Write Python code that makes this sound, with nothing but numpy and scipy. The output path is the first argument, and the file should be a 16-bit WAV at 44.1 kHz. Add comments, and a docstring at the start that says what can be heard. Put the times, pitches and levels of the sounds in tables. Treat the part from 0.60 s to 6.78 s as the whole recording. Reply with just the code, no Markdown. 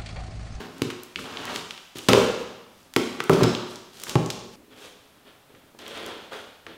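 """Gloved hands brush over cardboard, and a flap pops free with a hollow knock in a tiled living room.
A shipping box is being opened: its flaps fold back and strike it, exciting the panels and the air inside.
Creases and tape snap in short bursts; stick-slip friction makes the board scrape, crackle and squeak.
A flat inner box is then lifted out and its lid slides open. The hard room rings after every blow."""
import sys
import numpy as np
from scipy import signal
from scipy.fft import rfft, irfft
from scipy.io import wavfile
from scipy.ndimage import uniform_filter1d

SR = 44100
rng = np.random.default_rng(int(sys.argv[2]) if len(sys.argv) > 2 else 0)


def transcribe(signal):
    """Save signal, clipped to [-1, 1], as a 16-bit WAV file at the path in sys.argv[1]."""
    frames = np.atleast_2d(signal).T
    limited = np.clip(frames, -1, 1)
    pcm = np.round(limited * 32767).astype(np.int16)
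    wavfile.write(sys.argv[1], SR, pcm)


N = 272390

# spectrum of the steady background: (frequency [Hz], relative level [dB])
BACKGROUND_SPECTRUM = [(15, -39), (25, -20), (80, 3.5), (285, 3.5), (463, -27), (531, 2), (1040, -1),
                       (1370, -3), (2690, -6.5), (3340, -7), (6210, -13), (14800, -14), (16000, -17)]
# reverberation time of the room: (frequency [Hz], T60 [s])
REVERB_T60 = [(100, 0.33), (350, 0.58), (700, 0.93), (1500, 0.95), (3500, 0.94), (7000, 0.83),
              (14000, 0.32)]
# strength of the reverberation: (frequency [Hz], level re direct sound [dB])
REVERB_SPECTRUM = [(40, -11), (110, -4.5), (230, 1), (300, 5), (400, -4.5), (550, -1.5), (1200, -2),
                   (1900, -5), (3200, -3), (7000, -2), (14000, -9)]
# low modes of box and room: (frequency [Hz], relative level [dB], T60 [s])
LOW_MODES = [(59.4, -5, 0.52), (82, -23, 0.52), (118.4, -0.5, 0.45), (164.1, -4, 0.34), (190.3, -5.5, 0.69),
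             (233.3, 0, 0.73), (260.8, -6, 0.49), (362.3, -4.5, 0.97), (367, -27, 0.47)]

# rubbing strokes on each box: (start [s], swell [s], release [s], scrape [dB], crackle [dB], drumming [dB])
OUTER_BOX_STROKES = [ (0, 0.0033, 0.16, -39.5, -53.5, -37.5), (.1, 0.14, 0.3, -49, -57, -46),
                     (.56, 0.035, 0.12, -53.5, -44.5, -39), (.64, 0.27, 0.17, -35.5, -48.5, -40.5),
                     (.91, .05, 0.14, -42.5, -42.5, -42), (1.04, 0.067, 0.33, -74, -53.5, -63),
                     (1.35, 0.016, 0.4, -48.5, -43, -47.5), (1.49, 0.0057, 0.28, -26.5, -47.5, -22),
                     (1.52, 0.051, .15, -30.5, -35, -34), (1.78, 0.029, 0.032, -53.5, -47, -60),
                     (2.1, 0.13, 0.13, -76.5, -60, -61), (2.366, .01, 0.33, -47, -44.5, -36),
                     (2.7, 0.011, 0.32, -32.5, -40.5, -27), (2.78, 0.067, .15, -31, -58, -37),
                     (3.06, 0.055, 0.2, -63, -52, -51.5), (3.33, 0.11, 0.1, -53.5, -45.5, -50.5),
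                     (3.47, 0.044, 0.042, -40, -37, -40.5), (3.56, 0.061, 0.32, -47, -64, -37),
                     (3.92, 0.024, .05, -70, -55, -66)]
INNER_BOX_STROKES = [ (3.96, 0.0078, 0.35, -87, -96, -54), (4.1, 0.021, 0.68, -54.5, -67.5, -58),
                     (4.16, 0.096, 0.11, -47, -50, -58.5), (4.54, 0.031, 0.049, -65, -78, -65),
                     (4.65, 0.03, 0.11, -50.5, -68.5, -56.5), (4.885, 0.018, 0.07, -59, -77.5, -58),
                     (4.95, 0.011, 0.34, -62, -77, -60), (5.186, 0.007, .3, -45, -56, -50),
                     (5.25, 0.13, 0.2, -38.5, -50, -50.5), (5.39, 0.074, 0.33, -39.5, -55, -47),
                     (5.71, 0.033, 0.17, -38.5, -50, -51), (6.065, 0.036, 0.11, -46.5, -80, -48)]
# friction spectra of each box's surface, the fibres and the panels: (frequency [Hz], relative level [dB])
OUTER_SCRAPE_SPECTRUM = [(40, -29), (300, -12.5), (480, -0.5), (700, 3.5), (1000, 5), (1400, 4), (2000, -2),
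                         (3200, -2), (4500, -8.5), (7000, -16.5), (15000, -79)]
INNER_SCRAPE_SPECTRUM = [(270, -17), (420, 8.5), (510, 7.5), (600, 4), (1000, -0.5), (1350, 1.5),
                         (2000, -1.5), (2700, -1), (3300, 2.5), (4400, -8), (7000, -28), (15000, -54.5)]
CRACKLE_SPECTRUM = [(200, -26), (1500, -1), (2400, 0), (3250, 6), (4300, 2.5), (6000, 1), (9000, -3),
                    (15000, -12)]
DRUMMING_SPECTRUM = [(35, -48), (70, 1), (130, -5), (190, 2), (250, 4.5), (305, 7), (390, 4.5), (500, 0),
                     (620, -3), (900, -33.5)]
# spectra of a slipping fold, cracking board and slapping board: (frequency [Hz], relative level [dB])
FOLD_SPECTRUM = [(2000, -24), (3200, -12), (4000, 5), (5300, 4.5), (6500, -5), (7900, -5), (9500, -31),
                 (15000, -25)]
BOARD_SPECTRUM = [(400, -9.5), (850, 7.5), (1250, 10), (1650, 5), (2300, 2.5), (3100, 3), (4200, 0.5),
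                  (6500, 1), (9500, -1), (15000, -2.5)]
SLAP_SPECTRUM = [(150, -14), (450, 7), (600, 0.5), (800, -3), (1100, -3), (1350, -3), (1600, -24),
                 (5000, -40.5), (15000, -51.5)]
# a fold sticking and slipping: (time [s], level [dB], slip rate [1/s], length [s])
FOLD_SQUEAKS = [(2.834, -29.5, 1305, 0.0079), (2.839, -32, 1325, 0.094), (2.932, -45, 1290, 0.0042)]
# creases and edges cracking: (time [s], level [dB], centre [Hz], length [s], roll-off [dB/octave])
CREASE_CRACKS = [ (0.2192, -27.5, 2980, 0.0038, 11.5), (0.302, -33, 2230, 0.016, 9),
                 (.559, -28.5, 2770, 0.0041, 20.5), (0.586, -36.5, 1470, 0.019, 23),
                 (.7713, -33, 3040, .003, 28), (0.877, -36, 1900, .016, 25), (0.96, -30, 3300, 0.0039, 12),
                 (1.108, -34, 2895, 0.0048, 15.5), (1.177, -42.5, 2800, 0.0045, 15),
                 (1.358, -45.5, 2930, 0.0077, 9), (1.39, -39.5, 3080, .003, 30),
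                 (1.4861, -16, 3220, .015, 9), (1.5325, -16, 2760, 0.003, 12),
                 (2.3628, -19, 2400, 0.005, 10.5), (2.603, -24.5, 1740, 0.0045, 10.5),
                 (2.6955, -22.5, 1770, 0.0033, 16), (2.732, -32, 3520, 0.02, 10),
                 (2.833, -26, 3180, .011, 7.5), (2.9498, -29, 3420, 0.0038, 27),
                 (3.158, -42.5, 5040, .005, 17), (3.468, -40.5, 1650, 0.0055, 13),
                 (3.4946, -32.5, 4550, .0048, 9), (3.555, -28, 2370, 0.004, 11),
                 (3.557, -24, 720, 0.0066, 36), (3.66, -39.5, 6000, 0.0049, 22),
                 (3.7023, -28.5, 3930, 0.0091, 11.5), (4.57, -60, 1100, .016, 17),
                 (4.949, -53, 1900, 0.011, 14), (5.189, -46.5, 3260, 0.0076, 8),
                 (5.264, -44, 3300, 0.0069, 35), (5.491, -40, 890, 0.026, 13),
                 (5.7203, -36.5, 1420, 0.062, 14), (6.066, -39, 2000, .0084, 13.5)]
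# tape and thin edges letting go: (time [s], level [dB], centre [Hz])
TAPE_TICKS = [(.182, -51.5, 6000), (0.22, -38.5, 11000), (0.4342, -42, 13400), (.854, -40, 5000),
              (1.3845, -39.5, 6000), (2.338, -41.5, 4000), (2.3641, -32.5, 11300), (2.639, -40, 7000),
              (2.696, -35, 12000), (3.1085, -53, 7000), (3.3995, -45, 5500), (3.418, -48, 7000),
              (3.4363, -33.5, 6500), (5.28, -46, 5500), (5.463, -42.5, 5500)]
# flaps striking the box: (time [s], panel level [dB], panel frequency [Hz], thump [dB], slap [dB])
FLAP_KNOCKS = [ (0.2185, -20.5, 305, -31, -33), (1.356, -38, 320, -50.5, -54),
               (1.4872, -17.5, 251, -27, -15), (1.5326, -15, 414, -28, -15.5),
               (1.548, -14.5, 453, -26, -21.5), (1.5755, -14.5, 478, -44, -29), (1.698, -25, 467, -50, -32),
               (2.364, -19, 327, -38, -21), (2.604, -30, 353, -49, -38), (2.6968, -12.5, 388, -21, -12.5),
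               (2.728, -19, 360, -20.5, -45), (2.767, -21.5, 378, -26, -29), (2.809, -22, 380, -32, -22.5),
               (2.822, -16, 332, -18.5, -30), (2.838, -17.5, 278, -24, -24), (3.555, -18, 294, -15.5, -21),
               (4.94, -53, 275, -58, -55), (5.147, -59, 278, -69, -52), (5.719, -42.5, 450, -67, -53),
               (6.0655, -56, 404, -68, -42.5)]


def amplitude(db):
    """Decibels as an amplitude ratio."""
    return 10 ** (np.asarray(db) / 20)


def unit_rms(x):
    """Normalisation to unit mean power."""
    return x / np.sqrt(np.mean(x ** 2) + 1e-20)


def at_level(x, db):
    """A transient scaled to the energy of 10 ms of steady sound at the given level."""
    return amplitude(db) * x * np.sqrt(SR / 100 / (np.sum(x ** 2) + 1e-20))


def curve_at(points, hz):
    """Interpolation on a logarithmic frequency axis."""
    table_hz, value = np.transpose(points)
    return np.interp(np.log(hz + 1), np.log(table_hz + 1), value)


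def add(mix, start_s, sound):
    """Superposition of a sound on the mix."""
    part = mix[max(round(start_s * SR), 0):][:len(sound)]
    part += sound[:len(part)]


def coloured(x, spectrum, size=2048):
    """Minimum-phase filtering: the phase follows from the log magnitude by the Hilbert transform."""
    log_gain = np.log(amplitude(curve_at(spectrum, abs(np.fft.fftfreq(size, 1 / SR)))))
    taps = np.fft.ifft(np.exp(np.conj(signal.hilbert(log_gain)))).real
    return signal.oaconvolve(x, taps[:size // 2])[:len(x)]


def background(hiss_db=-58.5, rumble_db=-76, rumble_hz=50):
    """Stationary noise: room sound and hiss over a faint deep rumble."""
    white, hz = rfft(rng.standard_normal(N)), np.fft.rfftfreq(N, 1 / SR)
    rumble = unit_rms(irfft(white / (1 + (hz / rumble_hz) ** 2), N))
    hiss = unit_rms(irfft(white * amplitude(curve_at(BACKGROUND_SPECTRUM, hz)), N))
    return amplitude(hiss_db) * hiss + amplitude(rumble_db) * rumble


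def room_response(gap_s=0.0055, reflections_per_s=4000, size=256):
    """A diffuse field: reflections of random sign decay exponentially, each band at its own rate."""
    reflections = unit_rms(rng.choice([-1, 1], SR) * (rng.random(SR) < reflections_per_s / SR))
    reflections *= np.arange(SR) / SR > gap_s
    hz, t, bands = signal.stft(reflections, SR, nperseg=size)
    decay_rate = np.log(1000) / curve_at(REVERB_T60, hz)[:, None]
    decay = np.sqrt(2 * decay_rate / SR) * np.exp(-decay_rate * t)  # unit energy in each band
    bands *= amplitude(curve_at(REVERB_SPECTRUM, hz))[:, None] * decay
    return signal.istft(bands, SR, nperseg=size)[1]


def reverberation(x, block=50000):
    """Convolution with the room, whose pattern of reflections changes about once a second with movement."""
    out = np.zeros(len(x))
    for start in range(0, len(x), block):
        add(out, start / SR, signal.fftconvolve(x[start:start + block], room_response()))
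    return out


def floor_bounce(x, notch_hz=303, width_hz=45, depth=0.56):
    """Destructive interference: the reflection off the tiles weakens a narrow band of the lower midrange."""
    b, a = signal.iirpeak(notch_hz, notch_hz / width_hz, fs=SR)
    return x - depth * signal.lfilter(b, a, x)


def low_resonance(x, gain_db):
    """Resonance: the low modes of box and room ring on after each excitation."""
    t = np.arange(SR // 2) / SR
    modes = sum(amplitude(db + gain_db) * np.cos(2 * np.pi * hz * t) * 1000 ** (-t / t60) / t60
                for hz, db, t60 in LOW_MODES)
    return signal.fftconvolve(x, modes * 2 * np.log(1000) / SR)[:len(x)]


def random_slips(per_s, spread_db):
    """A Poisson process: impulses of either sign, a few larger than the rest."""
    chance, slips = rng.random(N) * SR / per_s, np.zeros(N)
    at = np.flatnonzero(chance < 1)
    sign = 1 - 2 * (at % 2)
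    slips[at] = sign * amplitude(spread_db * np.minimum(-np.log(chance[at]), 4))
    return slips


def stroke_envelope(swell_s, release_s, touch_s=0.0025, touch_db=-9):
    """Exponential growth and decay: a light touch swells, then falls to a tenth in the release time."""
    age = np.arange(0, swell_s + 3 * release_s, 1 / SR)
    db = np.minimum(touch_db * (1 - age / swell_s), -20 * (age - swell_s) / release_s)
    return np.minimum(age / touch_s, 1) * amplitude(db)


def rubbing(strokes, scrape_spectrum, judder_db=1.0, judders_per_s=45):
    """Sliding friction: tiny slips scrape, catching fibres crackle and slower judders drum the panels."""
    grip = rng.standard_normal(1000)  # the board grips and lets go unevenly
    grip_position = np.arange(N) / SR * judders_per_s
    pressure = amplitude(judder_db * np.interp(grip_position, np.arange(len(grip)), grip))
    scrape = coloured(random_slips(per_s=2500, spread_db=1.0), scrape_spectrum)
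    crackle = coloured(random_slips(per_s=3000, spread_db=3), CRACKLE_SPECTRUM)
    drumming = coloured(random_slips(per_s=550, spread_db=0.5), DRUMMING_SPECTRUM)
    layers, effort_exponents = (scrape, crackle, drumming), (1, 0.95, 1)
    powers = np.zeros((len(layers), N))
    for start, swell, release, *levels in strokes:
        effort = stroke_envelope(swell, release)
        for power, db, exponent in zip(powers, levels, effort_exponents):
            add(power, start, (amplitude(db) * effort ** exponent) ** 2)  # strokes add in power
    return sum(np.sqrt(power) * unit_rms(pressure * layer) for power, layer in zip(powers, layers))


def fold_squeaks(unevenness=0.033, wander=0.016, count=200, size=8192):
    """Stick-slip oscillation: a fold slips almost periodically, and the slip rate is heard as pitch."""
    out = np.zeros(N)
    for start, db, per_s, length in FOLD_SQUEAKS:
        jitter, drift = rng.standard_normal((2, count))
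        slow_drift = unit_rms(uniform_filter1d(drift, size=25))
        slip_times = np.cumsum(1 + unevenness * jitter + wander * slow_drift) / per_s
        slip_times = np.clip(slip_times, 0, length)
        slips = np.zeros(size)
        slips[(slip_times * SR).astype(int)] = np.sin(np.pi * slip_times / length)
        add(out, start, at_level(coloured(slips, FOLD_SPECTRUM), db))
    return out


def fibre_burst(length_s, size=2048):
    """A broadband transient: many fibres give way together in a decaying puff of noise."""
    age = np.arange(size) / SR / length_s
    puff = rng.standard_normal(size) * 10 ** -age
    for _ in range(3):  # flatten the spectrum while keeping the puff short
        spectrum = rfft(puff)
        puff = irfft(spectrum / np.sqrt(abs(spectrum) + 1e-9)) * np.exp(-(age / 2) ** 4)
    return puff


def crack(db, centre_hz, length_s, db_per_octave):
    """Fracture: a burst is filtered by the stiff patch of board that breaks."""
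    hz = np.geomspace(20, 20000, 60)
    octaves_away = np.hypot(np.log2(hz / centre_hz), 0.4)  # rounded at the centre
    hump_db = curve_at(BOARD_SPECTRUM, hz) - db_per_octave * octaves_away
    return at_level(coloured(fibre_burst(length_s), np.transpose([hz, hump_db]), size=1024), db)


def snaps():
    """Sudden release of strain: creases crack, while tape and thin edges give short bright ticks."""
    out = np.zeros(N)
    for start, *crease in CREASE_CRACKS:
        add(out, start, crack(*crease))
    for start, db, hz in TAPE_TICKS:
        add(out, start, crack(db, hz, length_s=0.0033, db_per_octave=5))
    return out


def damped_mode(hz, t60, t):
    """Free vibration of a damped oscillator."""
    return np.sin(2 * np.pi * hz * t) * np.exp(-np.log(1000) * t / t60)


def flap_knocks(thump_t60=0.048, panel_t60=0.021, yield_s=0.0015, slap_s=0.014, cutoff_hz=85):
    """Impact excitation: each blow pushes the air in the box, bends a panel and slaps board on board."""
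    out, t = np.zeros(N), np.arange(SR // 5) / SR
    onset = 1 - np.exp(-t / yield_s)  # the board yields before it moves
    for start, panel_db, panel_hz, thump_db, slap_db in FLAP_KNOCKS:
        thump = onset * damped_mode(panel_hz / 2, thump_t60, t)  # the whole wall, an octave below its panel
        panel = onset * damped_mode(panel_hz, panel_t60, t)
        slap = coloured(fibre_burst(slap_s), SLAP_SPECTRUM)
        add(out, start, at_level(thump, thump_db))
        add(out, start, at_level(panel, panel_db))
        add(out, start, at_level(slap, slap_db))
    # a panel this small radiates little deep bass
    return signal.sosfilt(signal.butter(4, cutoff_hz, "high", fs=SR, output="sos"), out)


def scene(inner_box_s=3.958):
    """Direct sound, resonance and reverberation add: first the outer box on the floor, then the inner."""
    split = round(inner_box_s * SR)  # the scene changes here: the outer box and its ringing stop short
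    transients = flap_knocks() + snaps() + fold_squeaks()
    outer = floor_bounce((transients + rubbing(OUTER_BOX_STROKES, OUTER_SCRAPE_SPECTRUM))[:split])
    inner = (transients + rubbing(INNER_BOX_STROKES, INNER_SCRAPE_SPECTRUM))[split:]
    outer_in_room = outer + low_resonance(outer, gain_db=10) + reverberation(outer)
    inner_in_room = inner + low_resonance(inner, gain_db=3.5) + reverberation(inner)
    return (np.concatenate([outer_in_room, inner_in_room]) + background())[None]


def record(dry, ceiling=0.85, cutoff_hz=15850):
    """Soft saturation rounds the loudest peaks, and a low-pass filter limits the bandwidth."""
    rounded = dry / (1 + (dry / ceiling) ** 6) ** (1 / 6)
    low_pass = signal.firwin(401, cutoff_hz, window=("kaiser", 8), fs=SR)
    return signal.oaconvolve(rounded, low_pass[None], "same")


dry = scene()
out = record(dry)
transcribe(out)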